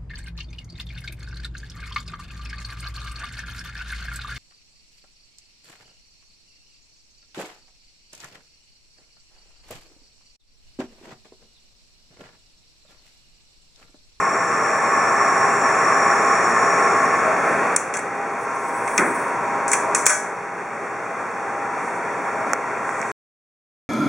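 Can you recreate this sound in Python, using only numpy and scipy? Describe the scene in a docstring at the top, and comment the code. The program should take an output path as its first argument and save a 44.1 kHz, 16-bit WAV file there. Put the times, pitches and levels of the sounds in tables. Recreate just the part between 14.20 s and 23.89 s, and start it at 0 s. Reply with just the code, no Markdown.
"""A feed roller whirrs and whistles against its belt, over the fan rush and motor tones of a folder gluer
idling in a factory hall. The roller is set by hand and eased off after about three seconds. A latch
clicks; a steel guard rasps down its rails, knocks on its stop and is snapped home. A few dry taps follow.
Gain control ducks the machine at the loud clicks and lets it swell back. The sound cuts off dead."""
import sys
import numpy as np
from scipy import signal
from scipy.fft import rfft, irfft, next_fast_len
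from scipy.io import wavfile
from scipy.ndimage import uniform_filter1d, minimum_filter1d

SR = 44100
rng = np.random.default_rng(int(sys.argv[2]) if len(sys.argv) > 2 else 0)


def to_wav(sig):
    """Store sig (one row per channel, or 1-D mono) as 16-bit WAV at the path in sys.argv[1].

    Samples outside -1..1 are clipped; the rate is SR.
    """
    pcm = np.clip(np.atleast_2d(sig), -1, 1) * 32767
    pcm = np.round(pcm).astype(np.int16)
    wavfile.write(sys.argv[1], SR, pcm.T)  # frames by channels


N = 427329
T = np.arange(N) / SR
FREQ = np.maximum(np.fft.rfftfreq(N, 1 / SR), 1)

# Resonances of the roller and its bracket. Each row: pitch in Hz, width in Hz, relative level in dB.
ROLLER_RESONANCES = [(669, 33, -4), (938, 28, -6.5), (1092, 14, 3), (1089, 18, 3), (1161, 130, 0),
                     (1320, 140, -7.5), (1742, 90, -1), (2230, 550, -15.5)]
# Hits on latch and guard. 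Each row: start in seconds, peak loudness in dB, clack pitch in Hz,
# clack t60 in seconds, the guard's share in dB, the after-ring's share in dB.
GUARD_HITS = [(3.5627, 3, 8320, 0.02, -30, -24), (3.7388, -13, 6200, 0.083, 1.5, -6),
              (3.769, -14, 7760, .045, -9, -30), (3.791, -16.5, 8500, 0.037, -2, -21),
              (4.676, -17.5, 4600, 0.047, 4, -8), (4.7788, -1.5, 5700, 0.025, 1.5, -20),
              (5.4802, -11.5, 8200, 0.014, -28, -12), (5.516, -7, 7600, 0.022, -16.5, -12.5),
              (5.532, -3.5, 8600, 0.051, -6.5, -17), (5.748, -1, 7100, 0.02, -15.5, -14.5),
              (5.857, -5.5, 7200, 0.051, -21, -13), (5.865, 11.5, 7200, .013, -22, -20),
              (5.8942, -3.5, 6380, 0.097, -5.5, 0)]
# Tone of steel on steel. Each row: frequency in Hz, relative level in dB.
CLACK_COLOUR = [(60, -50), (400, -21.5), (1200, -0.5), (2400, -8.5), (4200, -12.5), (5800, -8), (7400, -1),
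                (9500, -2), (11000, -6.5), (13000, -12.5), (16000, -26.5)]
# Ring of the small latch parts. Each row: pitch in Hz, relative level in dB, t60 in seconds.
LATCH_MODES = [(6020, 0, 0.43), (6230, 0.5, .25), (7000, -6, .4), (7540, -3, .3), (6910, 1, 0.3),
               (7930, -10.5, .2), (9000, -10, .4), (9000, -8.5, 0.28), (10000, -11, .3)]
# Ring of the guard frame. Each row: pitch in Hz, relative level in dB, t60 in seconds.
FRAME_MODES = [(605, -8.5, 0.61), (1200, -11, 0.29), (1347, -9.5, 0.35), (1530, -2.5, 0.33),
               (1494, -12.5, 1), (1677, -6, 0.64), (1920, -16, 0.78), (2133, -9, 0.17), (2180, -14.5, 0.68),
               (2280, -16.5, 0.76), (2570, -17, .13), (3321, -11, 0.42)]
# The guard landing and settling. Each row: start in seconds, level in dB, t60 in seconds.
LANDINGS = [(4.785, -9, .65), (4.872, -19, 0.35)]
# Dull boom of a landing. Each row: frequency in Hz, relative level in dB.
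LANDING_COLOUR = [(90, -38), (180, 0), (260, 5), (380, 9), (650, -3.5), (1200, 3.5), (2150, 1),
                  (2700, -15.5), (5000, -36), (12000, -47.5)]
# Swell of the guard's slide. Each row: time in seconds, level in dB.
SLIDE_LEVEL = [(4.1, -49), (4.35, -41), (4.7, -29), (4.98, -30), (5.08, -41), (5.35, -59)]
# Rasp of the rails. Each row: frequency in Hz, relative level in dB.
RASP_COLOUR = [(4500, -12), (7500, -10), (8000, -0.5), (8900, 3.5), (10500, -1), (11500, 0), (16000, -12)]
# Small dry taps. Each row: start in seconds, knock level in dB, knock pitch in Hz, tick level in dB.
DRY_TAPS = [(8.3339, 9.5, 1430, 7.5), (8.3355, -1, 1700, -1), (8.692, 3, 1423, -20),
            (8.816, -9, 2000, -4.5), (8.828, -2, 2120, -33)]
# Soft high swishes. Each row: crest time in seconds, length in seconds, level in dB, pitch in Hz.
HIGH_SWISHES = [(3.397, .5, -61, 9000), (4.352, 0.37, -41, 5900), (7.697, 0.22, -38.5, 8350),
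                (8.803, 0.35, -35.5, 7600)]
# Gear tones. Each row: pitch in Hz, relative level in dB.
GEAR_TONES = [(925, -4.5), (947.5, 1.5), (990.5, -1), (1087, -4.5)]
# Rise and fall of the gear tones. Each row: time in seconds, level in dB.
GEAR_SWELL = [(0, -39.5), (3.6, -41.5), (4.5, -29), (5.7, -29), (6.8, -40.5), (7.6, -31.5), (8.9, -35)]
# Steady tones of shafts and bearings. Each row: pitch in Hz, rms level in dB.
BEARING_TONES = [(352, -50), (404, -40.5), (412, -38.5), (764, -39), (1028, -49), (1071, -32.5),
                 (1141, -37), (1200, -39.5), (1296, -50.5), (1336, -39), (1362, -35.5), (1523, -46),
                 (1906, -42), (2180, -43.5), (2449, -49), (2724, -46.5)]
# Shaft and mains hum. Each row: pitch in Hz, rms level in dB.
HUM_TONES = [(55.5, -62), (111, -56), (120, -52), (141, -62), (177.6, -44), (229, -44.5), (266, -44),
             (451, -40), (479, -40), (667, -38)]
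# Rush of fans and belts. Each row: frequency in Hz, relative level in dB.
RUSH_COLOUR = [(25, -43.5), (75, -26), (115, -11), (200, -7), (390, -0.5), (650, 1), (1050, 1), (1500, 0),
               (2300, -7), (5600, -24.5), (8000, -24), (10000, -27), (11500, -41.5), (16000, -36.5)]
# Tone control with deep cuts in the harsh treble. Each row: frequency in Hz, gain in dB.
EQ_CURVE = [(2450, -0.5), (2750, -11), (3000, -28.5), (3220, -16), (3550, -12.5), (3820, -16.5),
            (4000, -33.5), (4220, -13.5), (4550, -10), (4820, -14), (5000, -22.5), (5200, -10), (5550, 1.5),
            (10800, -7.5), (12300, -42), (13700, -28.5), (15200, -4.5)]


def roller(ease_off_s=2.41, turn_hz=19.7, flutter_db=-0.2, whistle_hz=7310, sag_hz_per_s2=50):
    """Friction rings the roller; its nip hisses, with one steady whistle and one that sinks as it is set."""
    eased = np.maximum(T - ease_off_s, 0) ** 2  # off the belt, each layer fades ever faster
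    body = noise(sum(undb(db) * resonance(hz, width) for hz, width, db in ROLLER_RESONANCES))
    # the belt grips unevenly, a little harder once on each turn
    grip = undb(1.316 * walk(15) + flutter_db * np.sin(2 * np.pi * turn_hz * T))
    steady = noise(resonance(5612, 60) + undb(-8.5) * resonance(5610, 380))
    # a narrow band of noise, shifted up to ride the falling pitch
    sinking_hz = whistle_hz - sag_hz_per_s2 * T ** 2
    band = signal.hilbert(noise(resonance(1500, 240)))
    sinking = np.real(band * np.exp(2j * np.pi * np.cumsum(sinking_hz - 1500) / SR))
    whirr = body * grip * undb(-19 - 9.5 * eased)
    whistles = (undb(-5.5) * steady * grip + undb(-6.5) * sinking) * undb(-31.5 - 27 * eased)
    hiss = noise(resonance(7300, 3000) + undb(-3.5) * resonance(8250, 450)) * undb(-38 - 18.5 * eased)
    return (whirr + whistles + hiss) * pan(.6)


def guard_hits(hall_t60=0.38, knock_t60=0.083, frame_db=4.5, left_db=2.0):
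    """Each hit gives a short clack and knocks the guard's panel; latch, frame and hall ring after it."""
    out = np.zeros((2, N))
    steel, panel = colour(CLACK_COLOUR), resonance(2350, 1000)
    no_bass = signal.butter(2, 350, "high", fs=SR, output="sos")
    for s, peak_db, hz, t60, guard_db, after_db in GUARD_HITS:
        # the part that is hit favours its own pitch
        clack = noise(steel * (1 + undb(2) * resonance(hz, 1100)), count=SR, top_side_db=-11) * fade(t60)
        hall = noise(steel, count=SR, top_side_db=-6) * fade(hall_t60) * attack(0.0021)
        tail = undb(-0.5) * hall + undb(-14) * ring(LATCH_MODES, detune=0.0096, side_db=-6)
        knock = noise(panel, count=SR) * fade(knock_t60)
        frame = undb(frame_db) * ring(FRAME_MODES, detune=0.0024, side_db=-17.5) * attack(0.005)
        latch = (clack + undb(after_db) * tail) * pan(left_db)
        guard = undb(guard_db) * (knock + undb(after_db) * frame)
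        hit = signal.sosfilt(no_bass, latch + guard)  # the hits carry no bass
        add(out, s, undb(peak_db) * hit / loudness(hit).max())
    return out


def guard_landing():
    """The guard's weight drops on its stop with a dull boom, then settles."""
    out = np.zeros((2, N))
    for s, db, t60 in LANDINGS:
        add(out, s, undb(db) * noise(colour(LANDING_COLOUR), count=SR) * fade(t60) * attack(0.005))
    return out


def guard_slide(squeak_count=190, squeak_db=1, squeak_s=0.06, start_s=4.35, spread_s=0.77):
    """The sliding guard rasps in its rails and gives off a crowd of tiny squeaks."""
    squeaks = np.zeros((2, N))
    t = T[:int(squeak_s * SR)]
    swell = np.hanning(len(t))
    for when, pitch, size, side in rng.random((squeak_count, 4)):
        hz = 7900 + 3000 * pitch ** 2
        chirp = swell * np.sin(2 * np.pi * hz * t + 2 * swell)
        add(squeaks, start_s + spread_s * when, size ** 4 * chirp * pan(8 * (side - .5)))
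    rasp = noise(colour(RASP_COLOUR)) * undb(3.7 * walk(45))
    return (rasp + undb(squeak_db) * squeaks) * undb(curve(SLIDE_LEVEL)) * pan(1.8)


def taps(knock_t60=0.0036, tick_t60=0.00097, tick_hz=6500):
    """Light contacts close by on the right: a heavily damped knock with a tick on top."""
    out, t = np.zeros((2, N)), T[:SR]
    for s, db, hz, tick_db in DRY_TAPS:
        knock = np.sin(2 * np.pi * hz * t) * fade(knock_t60)
        tick = np.sin(2 * np.pi * tick_hz * t) * fade(tick_t60)
        add(out, s, (undb(db) * knock + undb(tick_db) * tick) * pan(-7.5))
    no_bass = signal.butter(2, 500, "high", fs=SR, output="sos")  # small parts radiate no bass
    return signal.sosfilt(no_bass, out)


def swishes(width_hz=2800):
    """Brief, flickering swells of soft treble noise."""
    out = np.zeros((2, N))
    for s, length, db, hz in HIGH_SWISHES:
        swell = np.exp(-(2 * (T[:SR] - .5) / length) ** 2)
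        add(out, s - .5, undb(db) * swell * noise(resonance(hz, width_hz), count=SR))
    return out * undb(1.49 * walk(25))


def drive(whine_hz=804, whine_db=-30, twin_db=-12.5, beat_s=.683, in_step_s=1.97):
    """A motor and its weaker twin whine at nearly one pitch and beat slowly; the gears swell and sink."""
    gears_db = curve(GEAR_SWELL)
    beat = np.abs(1 + undb(twin_db) * np.exp(2j * np.pi * (T - in_step_s) / beat_s))
    push = undb(.3 * (gears_db - gears_db.mean()))  # the motors whine harder when the gears sing
    whine = tones([(whine_hz, whine_db)], waver_db=2, drift_rad=.7) * beat * push
    gears = tones(GEAR_TONES, waver_db=-0.5, drift_rad=0.57) * undb(gears_db)
    return whine + gears


def shafts():
    """Spinning shafts and bearings sing over a low shaft and mains hum."""
    bearings = tones(BEARING_TONES, waver_db=4, drift_rad=.9)
    return bearings + tones(HUM_TONES, waver_db=1.5, drift_rad=0.76)


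def belt_groan(hz=640, level_db=-23.5, first_s=.54, lap_s=2.56):
    """A belt groans briefly once on each lap."""
    from_crest_s = (T - first_s + lap_s / 2) % lap_s - lap_s / 2
    swell = np.exp(-(from_crest_s / 0.054) ** 2)
    return undb(level_db) * swell * noise(resonance(hz, 22))


def fan_rush(level_db=-20):
    """Fans and belts lay a broad, steady bed of noise."""
    return noise(colour(RUSH_COLOUR)) * undb(level_db + .5 * walk(20))


def tones(table, waver_db, drift_rad):
    """Steady tones whose reflections in the hall shift in strength and phase."""
    out = np.zeros(N)
    for hz, db in table:
        amplitude = np.sqrt(2) * undb(db + waver_db * walk(3))
        out += amplitude * np.sin(2 * np.pi * hz * T + drift_rad * walk(5))
    return out


def ring(modes, detune, side_db):
    """Struck modes; each hit detunes them a little and radiates them differently to left and right."""
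    hz, db, t60 = np.transpose(modes)
    shift, polarity, side = rng.standard_normal((len(modes), 3)).T
    phase = np.outer(2 * np.pi * hz * (1 + detune * shift), T[:SR])
    gains = undb(db) * (np.sign(polarity) + undb(side_db) * side * np.array([[1], [-1]]))
    return gains @ (np.sin(phase) * fade(t60[:, None]))


def noise(gain, count=N, top_side_db=-8):
    """Coloured stereo noise at rms 1, narrow in the bass and wider in the treble."""
    size = next_fast_len(count, real=True)
    freq = np.maximum(np.fft.rfftfreq(size, 1 / SR), 1)
    mid, side = rfft(rng.standard_normal((2, size))) * np.interp(freq, FREQ, gain)
    side = side * colour([(150, -20), (1000, -13.5), (7000, top_side_db)], freq)
    stereo = irfft(np.array([mid + side, mid - side]), size)[:, :count]
    return stereo / np.sqrt(np.mean(stereo ** 2))


def undb(db):
    """Decibels to gain."""
    return 10 ** (np.asarray(db) / 20)


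def curve(points):
    """A fader move through (seconds, dB) points, in dB."""
    return np.interp(T, *np.transpose(points))


def colour(points, freq=FREQ):
    """Gain at each frequency from (Hz, dB) points."""
    hz, db = np.transpose(points)
    return undb(np.interp(np.log(freq), np.log(hz), db))


def resonance(hz, width_hz):
    """Gain of a steep-sided resonance."""
    return 1 / (1 + ((FREQ ** 2 - hz ** 2) / (FREQ * width_hz * 1.4)) ** 2)


def walk(rate_hz):
    """Random wander with spread near 1."""
    knots = rng.standard_normal(512)
    return np.interp(T * rate_hz, np.arange(len(knots)), knots)


def attack(rise_s):
    """A softened onset, one second long."""
    return 1 - np.exp(-T[:SR] / rise_s)


def fade(t60):
    """One second of decay, falling 60 dB every t60 seconds."""
    return np.exp(-np.log(1000) * T[:SR] / t60)


def pan(left_db):
    """Left and right gains."""
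    return undb(np.array([[left_db], [-left_db]]) / 2)


def add(out, s, sound):
    """Mix a sound in at s seconds."""
    i = int(s * SR)
    out[:, i:i + sound.shape[1]] += sound[:, :N - i]


def loudness(x, size=88):
    """Running rms of both channels over two milliseconds."""
    power = uniform_filter1d(np.mean(x ** 2, axis=0), size, mode="constant")
    return np.sqrt(np.maximum(power, 1e-12))


def gain_control(x, ceiling_db=-8.5, range_db=9.5, start_duck_db=3.5,
                 ahead_s=0.0088, hold_s=0.63, recover_db_per_s=2.5):
    """The whole mix ducks just ahead of a peak over the ceiling, holds, then swells back slowly."""
    over_db = np.clip(20 * np.log10(loudness(x)) - ceiling_db, 0, range_db)
    peak_db = -minimum_filter1d(-over_db, int(hold_s * SR))
    held_db = np.interp(T + ahead_s - hold_s / 2, T, peak_db)
    recovered_db = recover_db_per_s * T
    duck_db = np.maximum.accumulate(np.maximum(held_db + recovered_db, start_duck_db)) - recovered_db
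    return x * undb(-uniform_filter1d(duck_db, 300))


def scene():
    """The roller and the work on the guard, over the idling machine."""
    machine = (fan_rush() + shafts() + belt_groan() + drive()) * pan(.4)
    return machine + roller() + guard_slide() + swishes() + guard_hits() + guard_landing() + taps()


def record(dry, eq_taps=2048, cut_s=8.917, top_hz=16000):
    """Equaliser, gain control, full-scale clipping, a dead cut and a steep low-pass."""
    freq = np.maximum(np.fft.rfftfreq(eq_taps, 1 / SR), 1)
    # minimum phase, so the equaliser never rings ahead of a click
    cepstrum = irfft(np.log(colour(EQ_CURVE, freq)))
    cepstrum[1:eq_taps // 2] *= 2
    cepstrum[eq_taps // 2 + 1:] = 0
    impulse = irfft(np.exp(rfft(cepstrum)))
    shaped = signal.fftconvolve(dry, impulse[None], axes=1)[:, :N]
    cut = np.clip(gain_control(shaped), -1, 1) * (T < cut_s)
    return signal.sosfilt(signal.ellip(10, .2, 80, top_hz, fs=SR, output="sos"), cut)


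dry = scene()
out = record(dry)
to_wav(out)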